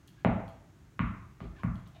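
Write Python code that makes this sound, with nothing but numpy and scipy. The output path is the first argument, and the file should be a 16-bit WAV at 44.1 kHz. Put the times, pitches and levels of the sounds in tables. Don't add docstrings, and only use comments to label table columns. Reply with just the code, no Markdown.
import sys
import numpy as np
from scipy import signal
from scipy.fft import rfft, irfft
from scipy.io import wavfile

SR = 44100
rng = np.random.default_rng(int(sys.argv[2]) if len(sys.argv) > 2 else 0)


def dump(signal):
    limited = np.clip(np.atleast_2d(signal).T, -1, 1)
    pcm = np.round(limited * 32767).astype(np.int16)
    wavfile.write(sys.argv[1], SR, pcm)


N = 88200
T = np.arange(N) / SR
HZ = np.maximum(np.arange(N // 2 + 1) * SR / N, 1)


def from_db(db):
    return 10 ** (np.asarray(db) / 20)


def unit_rms(x):
    return x / np.sqrt(np.mean(x ** 2) + 1e-20)


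def at_hz(points, hz, column=1):
    table = np.array(points)
    return np.interp(np.log(hz), np.log(table[:, 0]), table[:, column])


def filtered(x, kind, hz, order=2):
    return signal.sosfilt(signal.butter(order, hz, kind, fs=SR, output="sos"), x + 1e-18)


def add(out, start_s, x):
    i = int(start_s * SR)
    out[i:i + len(x)] += x[:N - i]


def decay(t60_s):
    return from_db(-np.minimum(60 * T / t60_s, 200))


def ring(modes):
    return sum((-1) ** k * from_db(db) * decay(t60_s) * np.sin(2 * np.pi * hz * T)
               for k, (hz, db, t60_s) in enumerate(modes))


# frequency_hz, relative_db
ROOM_TONE = [(25, -17.5), (50, -3.5), (140, 1.5), (230, -12.5), (340, -9.5), (480, -24), (1000, -26),
             (1600, -25), (2600, -32), (5000, -37.5), (6700, -35), (8000, -40), (10300, -44),
             (15000, -45.5)]

def room_tone(level_db=-56.5):
    spectrum = rfft(rng.standard_normal(N)) * from_db(at_hz(ROOM_TONE, HZ))
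    return from_db(level_db) * unit_rms(irfft(spectrum, N))


# pitch_hz, relative_db, t60_s
CLAW_RING = [(2840, -1, 0.01), (3296, 1, 0.017), (4300, 1.5, 0.0055)]
# start_s, tick_db, ring_db
CLAW_TAPS = [(0.076, -48, -62), (0.081, -60, -49), (0.09, -55, -79.5), (0.48, -56, -51), (.488, -57, -76),
             (0.496, -65, -58), (1.635, -53, -71), (1.745, -58, -72.5), (1.756, -59, -51),
             (1.798, -62, -60), (1.875, -55.5, -58.5), (1.885, -56.5, -77)]

def claws(gain_db=-5):
    out, body = np.zeros(N), ring(CLAW_RING)
    for start_s, tick_db, ring_db in CLAW_TAPS:
        burst = rng.standard_normal(N) * decay(t60_s=0.016)
        tick = filtered(burst, "band", hz=[3480, 13000], order=1)
        add(out, start_s, from_db(tick_db) * tick + from_db(ring_db) * body)
    return from_db(gain_db) * out


# start_s, length_s, pitch_hz, squeak_db, rub_db
SLIDES = [(0.161, 0.066, 1616, -68.5, -72), (1.397, .03, 1252, -61, -66), (1.413, 0.055, 318, -50, -68),
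          (1.556, 0.024, 1710, -60.5, -66), (1.579, 0.016, 1560, -61.5, -66.5),
          (1.584, .035, 1070, -58.5, -63), (1.853, 0.027, 3660, -72, -67.5), (1.939, 0.04, 3700, -70, -67),
          (1.943, 0.039, 710, -61, -71.5)]

def scuffs(squeak_width_hz=110):
    out = np.zeros(N)
    for start_s, length_s, pitch_hz, squeak_db, rub_db in SLIDES:
        friction = rng.standard_normal(N)
        swell = np.hanning(int(length_s * SR)) ** .5
        squeak_band = [pitch_hz - squeak_width_hz / 2, pitch_hz + squeak_width_hz / 2]
        squeak = unit_rms(filtered(friction, "band", squeak_band)[-len(swell):])
        rub = unit_rms(filtered(friction, "band", hz=[700, 3650], order=3)[-len(swell):])
        add(out, start_s, swell * (from_db(squeak_db) * squeak + from_db(rub_db) * rub))
    return out


# pitch_hz, relative_db, t60_s
KNOCK_TONES = [(439, -11.5, 0.025), (553.7, -26.5, 0.21), (575, -1, 0.019), (666.4, -31.5, 0.65),
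               (756, -47, .4), (835, -0.5, 0.011), (846, -33.5, 0.33), (950, -38, 0.49),
               (2130, -23, 0.0054)]
# pitch_hz, relative_db, t60_s
SHELL_RING = [(1077, -0.5, 0.012), (1309, 4, 0.0044), (2145, -1, .004), (2940, -6, 0.0037),
              (3960, -9.5, 0.0031)]
# start_s, boom_db,
# tilt_db_per_octave, boom_cutoff_hz, floor_t60_s, knock_db, pock_db, crack_cutoff_hz, direct_db
BALL_HITS = [(0.2477, -16.5, 2.5, 265, 0.1, -17.5, -21, 3240, 3.5),
             (0.9925, -22.5, -1.4, 308, 0.12, -37, -21, 2870, 2.5),
             (1.4039, -40, -5.5, 384, 0.26, -43.5, -41, 3110, 3),
             (1.6336, -22.5, 0.5, 208, 0.15, -38, -28.5, 2140, 3)]

def ball(room, boom_send_db=-3):
    booms, direct, cracks = np.zeros((3, N))
    knock, shell = ring(KNOCK_TONES), ring(SHELL_RING)
    for start_s, boom_db, tilt, boom_hz, t60_s, knock_db, pock_db, crack_hz, direct_db in BALL_HITS:
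        strike = from_db(knock_db) * knock + from_db(pock_db) * shell
        crack = filtered(strike, "low", crack_hz, order=4)
        add(booms, start_s, from_db(boom_db) * floor_boom(tilt, boom_hz, t60_s))
        add(direct, start_s, from_db(direct_db) * crack)
        add(cracks, start_s, crack)
    return direct + flutter_echo(booms) + reflected(cracks + from_db(boom_send_db) * booms, room)


# pitch_hz, relative_db, t60_ratio
FLOOR_RING = [(51.9, -12, 1.25), (76.3, -7.5, 1.08), (120, -8.5, 0.84), (165.15, -1, 1.43), (193, 0, 1.21),
              (232.4, -4.5, 1.2), (282, -10, 0.92), (147.5, -8.5, 1.1)]

def floor_boom(tilt_db_per_octave, cutoff_hz, t60_s):
    dip_hz, dip_db, dip_t60_s = 157, 0.5, 0.055
    modes = [(hz, db + tilt_db_per_octave * np.log2(hz / dip_hz), ratio * t60_s)
             for hz, db, ratio in FLOOR_RING]
    dip = ring([(dip_hz, dip_db, dip_t60_s)])
    return filtered(ring(modes) + dip, "low", cutoff_hz, order=4)


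# delay_s, gain_db
WALL_ECHOES = [(.0075, -5), (0.011, -13), (0.0175, -13), (.0235, -12)]
# frequency_hz, gain_db, t60_s
ROOM_TAIL = [(60, 7.5, 0.68), (203, -1, 0.53), (430, 4.5, 0.56), (930, 6, 0.7), (1570, 4.5, 0.6),
             (2430, 5.5, 0.62), (3400, 1.5, 0.52), (4600, 2, .5), (12000, -1.5, 0.2)]

def room_response(tail_delay_s=0.0017, tail_build_s=0.0038):
    out, white = np.zeros(N), rfft(rng.standard_normal(N))
    edges_hz = 30 * 2 ** np.arange(0, 9.6, .5)
    build = 1 - np.exp(-np.maximum(T - tail_delay_s, 0) / tail_build_s)
    for low, high in zip(edges_hz, edges_hz[1:]):
        centre_hz = np.sqrt(low * high)
        band = irfft(white * (HZ >= low) * (HZ < high), N)
        tail = unit_rms(band * build * decay(at_hz(ROOM_TAIL, centre_hz, column=2)))
        unity_gain = np.sqrt(2 * (high - low) / SR / N)
        out += tail * unity_gain * from_db(at_hz(ROOM_TAIL, centre_hz))
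    for delay_s, gain_db in WALL_ECHOES:
        add(out, delay_s, from_db([gain_db]))
    return out


def reflected(x, room):
    return signal.fftconvolve(x, room)[:N]


def flutter_echo(bass, trip_s=0.033, first_db=-1.5, loss_db=5.5):
    out = bass.copy()
    for trip in range(5):
        add(out, (trip + 1) * trip_s, from_db(first_db - trip * loss_db) * bass)
    return out


# start_s, relative_db
PAW_FALLS = [(0.461, -58), (0.559, -53), (0.681, -62), (0.799, -53.5), (1.49, -62)]

def paws():
    out = np.zeros(N)
    thud = floor_boom(tilt_db_per_octave=-3, cutoff_hz=136, t60_s=0.3)
    for start_s, relative_db in PAW_FALLS:
        add(out, start_s, from_db(relative_db) * thud)
    return flutter_echo(out)


def scene(feet_send_db=-4):
    room = room_response()
    feet = claws() + scuffs()
    feet_echo = from_db(feet_send_db) * reflected(feet, room)
    return (room_tone() + feet + feet_echo + ball(room) + paws())[None]


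def record(dry):
    thinned = filtered(dry, "high", hz=40, order=5)
    top_hz = 15800
    return signal.sosfilt(signal.ellip(10, .1, 70, top_hz, fs=SR, output="sos"), thinned)


dry = scene()
out = record(dry)
dump(out)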